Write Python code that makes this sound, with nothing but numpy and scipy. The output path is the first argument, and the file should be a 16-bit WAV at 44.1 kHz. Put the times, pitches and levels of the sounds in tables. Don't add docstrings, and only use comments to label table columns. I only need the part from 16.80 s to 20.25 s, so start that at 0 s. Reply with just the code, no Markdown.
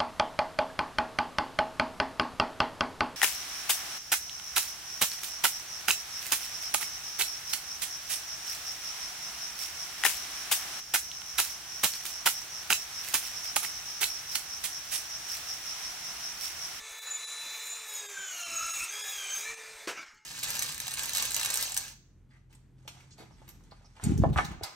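import sys
import numpy as np
from scipy import signal
from scipy.fft import rfft, irfft, next_fast_len
from scipy.io import wavfile
from scipy.ndimage import uniform_filter1d, map_coordinates

SR = 44100
rng = np.random.default_rng(int(sys.argv[2]) if len(sys.argv) > 2 else 0)


def persist_wave(psi):
    counts = np.round(np.clip(psi, -1, 1) * 32767).astype(np.int16)
    wavfile.write(sys.argv[1], SR, np.atleast_2d(counts).T)


def decibels_to_gain(level_db):
    exponent = np.asarray(level_db, float) / 20
    return 10 ** exponent


N = 152145
T = np.arange(N) / SR

# (time [s], motor speed [Hz], gear whine [dB], its overtone [dB], rotor hum [dB])
MOTOR = [(0, 439.9, -55.5, -65, -65), (.45, 441.1, -47, -61, -75), (1.01, 445.6, -49, -72, -68.5),
         (1.2, 420.6, -51, -56, -61.5), (1.33, 398.5, -58, -49.5, -60), (1.45, 386, -56.5, -43.5, -67),
         (1.58, 353.9, -58, -47, -81), (1.7, 334.2, -52, -55, -71.5), (1.9, 330.3, -58, -53, -76),
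         (2.055, 342, -73, -57, -72), (2.09, 397.8, -51, -65, -70), (2.15, 412.8, -55, -64, -65),
         (2.3, 426.1, -49, -53, -69), (2.46, 388.5, -65, -61, -65), (2.57, 395.8, -52, -63, -68),
         (2.69, 455.3, -52.5, -68, -58), (2.84, 441, -73, -75, -62), (3.07, 440, -61, -78, -64.5)]
# (multiple of motor speed, level [dB])
SHAFT_ORDERS = [(2, -65), (14, -63), (5, -64.5), (6, -66.5), (19, -63), (20, -72)]
# (time [s], tooth thrum [dB], tooth rasp [dB], rush of chips [dB])
CUT = [(0, -58.5, -63, -50), (.25, -55.5, -61, -48.5), (.5, -59.5, -44.5, -46), (.8, -52, -46.5, -46),
       (1.05, -61.5, -48, -48), (1.17, -58.5, -41.5, -48.5), (1.3, -57, -55, -48), (1.37, -43, -52, -48),
       (1.56, -53.5, -43.5, -48.5), (1.75, -43.5, -37.5, -42), (2.045, -43.5, -38, -39),
       (2.078, -70, -60, -42), (2.12, -51, -43.5, -45.5), (2.38, -52, -43, -43), (2.6, -56.5, -41, -42),
       (2.71, -47, -59, -43.5), (2.76, -53.5, -66.5, -50.5), (3.07, -77, -60, -69)]
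# (time [s], second tooth overtone [dB], third [dB], top overtones over the rasp [dB],
# fine dust spray [dB])
BITE = [(0, -56, -80, -10, -66), (.3, -50.5, -70, -8, -55.5), (.55, -52.5, -62, -10, -57.5),
        (.86, -51.5, -61, -15, -50.5), (1.02, -56.5, -65, -2, -58), (1.17, -54, -51.5, 0, -49),
        (1.3, -60.5, -61, 8, -62), (1.42, -50.5, -76, -5, -57), (1.56, -48, -52.5, 0.5, -61),
        (1.73, -42, -49, -3, -60), (2.03, -47, -51, 3, -50), (2.09, -62, -68, 7, -62),
        (2.13, -45, -49, 3.5, -58), (2.3, -45, -47.5, 7, -52), (2.46, -42.5, -56, -4.5, -64),
        (2.6, -51, -52, 3, -44), (2.72, -64, -68, 0, -67), (3.07, -60, -77, 0, -68)]
# (time [s], roughness [ratio])
CHATTER = [
    (1.48, .4),
    (1.64, 1.3),
    (2.7, 1.3),
    (2.8, .5),
]
# (frequency [Hz], level [dB])
RASP_COLOUR = [(2500, -2.5), (3300, -1), (4200, -5.5), (5300, -5.5), (6700, 3), (8200, -5), (10000, -13),
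               (15500, -15.5)]
# (frequency [Hz], width [Hz], level [dB])
BLADE_AND_GUARD = [(1320, 204, 4.5), (2470, 610, 5), (3700, 510, 1), (6276, 640, 11), (6790, 320, 7),
                   (7700, 440, 1), (9040, 250, -1)]
# (middle [s], length [s],
# frequency [Hz], level [dB])
SING = [(0.33, 0.066, 6990, -35.5), (0.47, 0.24, 9840, -56.5), (0.56, 0.3, 10800, -61),
        (0.88, 0.076, 8810, -54), (1.165, 0.018, 6300, -49), (2.01, 0.03, 2500, -44),
        (2.29, 0.039, 780, -54.5), (1.81, 0.045, 1285, -50), (0.53, 0.0096, 7150, -43),
        (0.919, 0.046, 7010, -39), (1.13, 0.048, 6900, -45), (2.02, 0.036, 2640, -41),
        (1.925, 0.011, 1300, -46), (2.097, 0.0072, 6330, -35.5), (2.55, 0.049, 6320, -34),
        (2.516, 0.43, 2392, -51), (2.69, 0.051, 2340, -43)]
# (frequency [Hz], level [dB per Hz])
CHIP_COLOUR = [(150, -55), (250, -15), (1170, -2), (1620, -7), (2330, 2.5), (2920, -3.5), (4490, -2.5),
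               (7040, -5), (15600, -15)]
DUST_COLOUR = [(5000, -60), (8000, -17), (11500, -2.5), (15700, -4)]
FAN_COLOUR = [(150, -59), (250, -23), (435, -11), (491, -7.5), (2250, -2.5), (3070, -12.5), (3980, -7),
              (8090, -10.5), (15600, -29)]
# (time [s], depth [dB])
LULLS = [(.208, 12), (.463, 12), (1.277, 13), (1.648, 11), (1.925, 11), (2.228, 11), (2.76, 9), (3.25, 3)]
# (time [s], level [dB], low modes [dB])
KNOCKS = [
    (3.073, -37, -5),
    (3.092, -37, -8),
    (3.175, -37, -20),
    (3.193, -39, -18),
    (3.225, -46, -16),
]
# (frequency [Hz], level [dB], t60 [s])
KNOCK_MODES = [(348.7, 14.5, 0.061), (452, 5, 0.12), (531, -7, 0.082), (660, 13, 0.082), (1373, 8, 0.15),
               (1560, 5, 0.19), (2275, 8, 0.12), (5640, 2, .04)]
BLADE_MODES = [(860, -69, 2), (2126, -65, 2), (2304, -56, .8), (2875, -67, 2), (5200, -70, 2),
               (6300, -58, .7), (6638, -57, .9), (7900, -63, .8)]
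# (frequency [Hz], level [dB per Hz])
BLOW_COLOUR = [(120, -14), (250, -4.5), (500, -2.5), (900, -4.5), (1400, 0.5), (2300, -1), (3300, -8),
               (6000, -6.5), (15600, -18)]
CLATTER_COLOUR = [(150, -27), (670, -14), (1400, -2.5), (1850, -2), (2300, -0.5), (3300, -10.5),
                  (6500, -4.5), (9000, -19.5), (15600, -26)]
# (time [s], level [dB])
THUMPS = [(.01, -60), (.11, -63), (1.761, -62), (1.845, -55), (2.011, -55), (2.27, -74), (2.375, -64),
          (2.95, -62.5), (3.285, -69), (3.33, -72), (3.42, -84)]
# (time [s], level [dB])
SHUDDER = [(1.62, -81), (1.68, -67), (1.9, -69.5), (1.94, -81), (1.98, -65.5), (2.04, -54), (2.07, -84),
           (2.5, -86), (2.56, -72), (2.63, -83), (2.7, -66), (2.75, -79)]
# (frequency [Hz], t60 [s])
GARAGE = [(200, 0.21), (2000, 0.43), (10000, 0.087)]

TEETH_PER_TURN, TEETH = 4, 24
STOP_S, BRAKE_S = 3.07, 0.023
BLOW_DB, BLOW_HOLD_S, BLOW_T60 = -34, 0.026, 0.16
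CLATTER_DB, CLATTER_HOLD_S, CLATTER_T60 = -46.5, 0.14, 0.52
THUD_DB, THUD_HZ, THUD_T60, THUD_LAG_S = -31, 380, 0.04, 0.003
SNAP_S, SNAP_DB, SNAP_T60 = 3.342, -64, 0.06


def unit(x):
    return x / np.sqrt(np.mean(x ** 2) + 1e-20)


def along(points, hz):
    f, v = np.transpose(points)
    return np.interp(np.log(hz + 1), np.log(f + 1), v)


def curves(rows):
    s, *cols = np.transpose(rows)
    return [np.interp(T, s, c) for c in cols]


def wobble(rate):
    coarse = T[::16]
    knots = rng.standard_normal(N // 80)
    return np.interp(T, coarse, map_coordinates(knots, [coarse * rate]))


def filtered(x, response):
    m = next_fast_len(N + SR // 2)
    return irfft(rfft(x, m) * response(np.fft.rfftfreq(m, 1 / SR)), m)[..., :N]


def rush(spectrum, patchy_db):
    z = signal.stft(rng.standard_normal(N), nperseg=512)[2]
    field = uniform_filter1d(rng.standard_normal(z.shape), size=5, axis=0)
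    field = uniform_filter1d(field, size=8, axis=1)
    x = signal.istft(z * decibels_to_gain(patchy_db * unit(field)), nperseg=512)[1][:N]
    return unit(filtered(x, lambda hz: decibels_to_gain(along(spectrum, hz))))


def fuzzy(phase, rough, rate):
    waver = 1 + rough * (wobble(rate) + 1j * wobble(rate))
    return np.real(waver * np.exp(1j * phase)) * np.sqrt(2 / (1 + 2 * rough ** 2))


def lulls():
    return decibels_to_gain(-sum(db * np.exp(-((T - s) / 0.011) ** 4) for s, db in LULLS))


def motor(turn, rough, load_db):
    _, gear_db, over_db, hum_db = curves(MOTOR)
    shaft = sum(decibels_to_gain(db + 0.22 * load_db + 3.6 * wobble(4.86)) * fuzzy(k * turn, rough=0.27, rate=60)
                for k, db in SHAFT_ORDERS)
    whine = decibels_to_gain(gear_db + 1.5 * wobble(8.97)) * fuzzy(9 * turn, rough=rough / 2, rate=60)
    overtone = decibels_to_gain(over_db) * fuzzy(18 * turn, rough=0.22, rate=110)
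    hum = decibels_to_gain(hum_db) * fuzzy(turn, rough=0.46, rate=29)
    return shaft + whine + overtone + hum


def teeth(turn, hz, rough):
    thrum_db, rasp_db, _ = curves(CUT)
    second_db, third_db, top_db, _ = curves(BITE)
    blade = turn * TEETH_PER_TURN / TEETH
    runout = 1 + 0.14 * np.exp(1j * blade) + 0.1 * np.exp(-1j * blade)
    strike = TEETH_PER_TURN * turn + 0.12 * rough * wobble(300)

    thrum = decibels_to_gain(thrum_db + 2 * rough * wobble(20)) * np.abs(runout) ** 2
    thrum *= fuzzy(strike, rough=rough, rate=150)
    thrum += decibels_to_gain(second_db) * fuzzy(2 * strike, rough=rough, rate=230)
    thrum += decibels_to_gain(third_db) * fuzzy(3 * strike, rough=rough, rate=260)

    rasp = np.zeros(N)
    for k in range(4, 12):
        level_db = along(RASP_COLOUR, k * TEETH_PER_TURN * hz) + (k > 5) * top_db + 2.9 * wobble(18)
        tone = fuzzy(k * strike + np.angle(runout), rough=0.44 + rough / 2, rate=200)
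        rasp += decibels_to_gain(level_db) * np.abs(runout) * tone
    return thrum + decibels_to_gain(rasp_db - 5.0) * rasp


def singing_blade():
    return sum(decibels_to_gain(db) * np.exp(-((T - s) / span) ** 2) * fuzzy(2 * np.pi * f * T, rough=0.45, rate=80)
               for s, span, f, db in SING)


def blade_and_guard(hz):
    modes = sum(decibels_to_gain(db) * 1j * hz * w / (c * c - hz * hz + 1j * hz * w) for c, w, db in BLADE_AND_GUARD)
    return 0.22 + np.abs(modes)


def chips_and_air(turn, rush_db):
    pulse = 1 + 0.26 * np.cos(TEETH_PER_TURN * turn)
    chips = unit(filtered(rush(CHIP_COLOUR, patchy_db=1.6) * pulse, blade_and_guard))
    chips *= decibels_to_gain(rush_db + 0.58 * wobble(14) + 0.69 * wobble(70))
    fan = decibels_to_gain(-51 + 1.4 * wobble(13)) * rush(FAN_COLOUR, patchy_db=1.4)
    dust_db = curves(BITE)[3]
    dust = decibels_to_gain(dust_db + 2.7 * wobble(16) + 2.3 * wobble(60)) * rush(DUST_COLOUR, patchy_db=4.5)
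    return chips + fan + dust


def saw():
    hz = curves(MOTOR)[0]
    rush_db = curves(CUT)[2]
    rough, = curves(CHATTER)
    turn = 2 * np.pi * np.cumsum(hz + 0.596 * wobble(25)) / SR
    load_db = np.clip(rush_db - rush_db.mean(), -8, 8)
    tones = motor(turn, rough, load_db) + teeth(turn, hz, rough) + singing_blade()
    running = 1 / (1 + np.exp(np.clip((T - STOP_S) / BRAKE_S * 4, -50, 50)))
    return running * tones, running * chips_and_air(turn, rush_db)


def offcut_knocks():
    out, t = np.zeros(N + SR), T[:SR // 2]
    for s, db, low_db in KNOCKS:
        ring = np.zeros(len(t))
        for hz, level, t60 in KNOCK_MODES:
            size = decibels_to_gain(level + low_db * (hz < 1000) + rng.normal(0, 2) - 60 * t / t60)
            ring += size * np.sin(2 * np.pi * hz * (1 + rng.normal(0, 0.03)) * t)
        noise = uniform_filter1d(rng.standard_normal(len(t) + 1), size=4)
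        crack = 5.4 * decibels_to_gain(-60 * t / 0.018) * np.diff(noise)
        out[round(s * SR):][:len(t)] += decibels_to_gain(db - 12) * (ring + crack)
    return out[:N]


def stop():
    since = T - KNOCKS[0][0]

    def fade(hold, t60):
        return decibels_to_gain(-60 * np.maximum(since - hold, 0) / t60 + 1.2 * wobble(80))

    blade = sum(decibels_to_gain(db - 60 * since / t60) * fuzzy(2 * np.pi * hz * T, rough=0.2, rate=20)
                for hz, db, t60 in BLADE_MODES)
    blow = decibels_to_gain(BLOW_DB) * fade(BLOW_HOLD_S, BLOW_T60) * rush(BLOW_COLOUR, patchy_db=-2.0)
    clatter = decibels_to_gain(CLATTER_DB) * fade(CLATTER_HOLD_S, CLATTER_T60) * rush(CLATTER_COLOUR, patchy_db=4.5)
    clatter *= lulls()
    thud = decibels_to_gain(THUD_DB - 60 * np.abs(since - THUD_LAG_S) / THUD_T60) * np.sin(2 * np.pi * THUD_HZ * since)
    thud *= np.clip(since / THUD_LAG_S, 0, 1)
    snap = (T > SNAP_S) * decibels_to_gain(SNAP_DB - 60 * np.abs(T - SNAP_S) / SNAP_T60)
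    snap *= np.diff(rng.standard_normal(N + 1))
    return offcut_knocks() + np.where(since > 0, thud + snap + blade + blow + clatter, 0)


def low_rumble():
    pushes = np.zeros(N)
    for s, db in THUMPS:
        pushes[round(s * SR)] = decibels_to_gain(db)
    t = T[:SR // 8]
    jolt = 4 * np.sin(2 * np.pi * 48 * t) * (t / 0.0065) * np.exp(-t / 0.0055)
    jolts = np.convolve(pushes, jolt)[:N]
    board = rush([(20, -3), (60, -7.5), (250, -7.5), (420, -10), (1500, -120)], patchy_db=2.5)
    shudder = decibels_to_gain(curves(SHUDDER)[0] + 4.3 * wobble(24.22)) * board
    low_noise = rush([(20, 0), (70, -4), (200, 0), (700, -120)], patchy_db=1.5)
    return jolts + shudder + decibels_to_gain(-92 + 4 * wobble(12)) * low_noise


def garage(x):
    hz, t, z = signal.stft(rng.standard_normal(SR // 2), SR, nperseg=256)
    decay = decibels_to_gain(-60 * t / along(GARAGE, hz)[:, None])
    tail = signal.istft(z * decay, SR, nperseg=256)[1]
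    delayed = np.pad(x, (300, 0))
    return signal.fftconvolve(delayed, tail / np.linalg.norm(tail))[:N]


def knock_band(hz):
    return (1j * hz / (130 + 1j * hz) / (1 + 1j * hz / 12000)) ** 2


def scene():
    tones, chips = saw()
    blows = filtered(stop(), knock_band)
    room = decibels_to_gain(-11.5) * garage(tones + chips + blows)
    mono = tones + blows + lulls() * (chips + room + low_rumble())
    return np.array([mono, mono])


def top_cut(x):
    return signal.sosfilt(signal.butter(12, 15760, fs=SR, output="sos"), x)


def record(dry):
    soft = dry / (1 + np.abs(dry / 0.04) ** 5) ** (1 / 5)
    soft = filtered(soft, lambda hz: hz < 15740)
    return top_cut(soft)


dry = scene()
out = record(dry)
persist_wave(out)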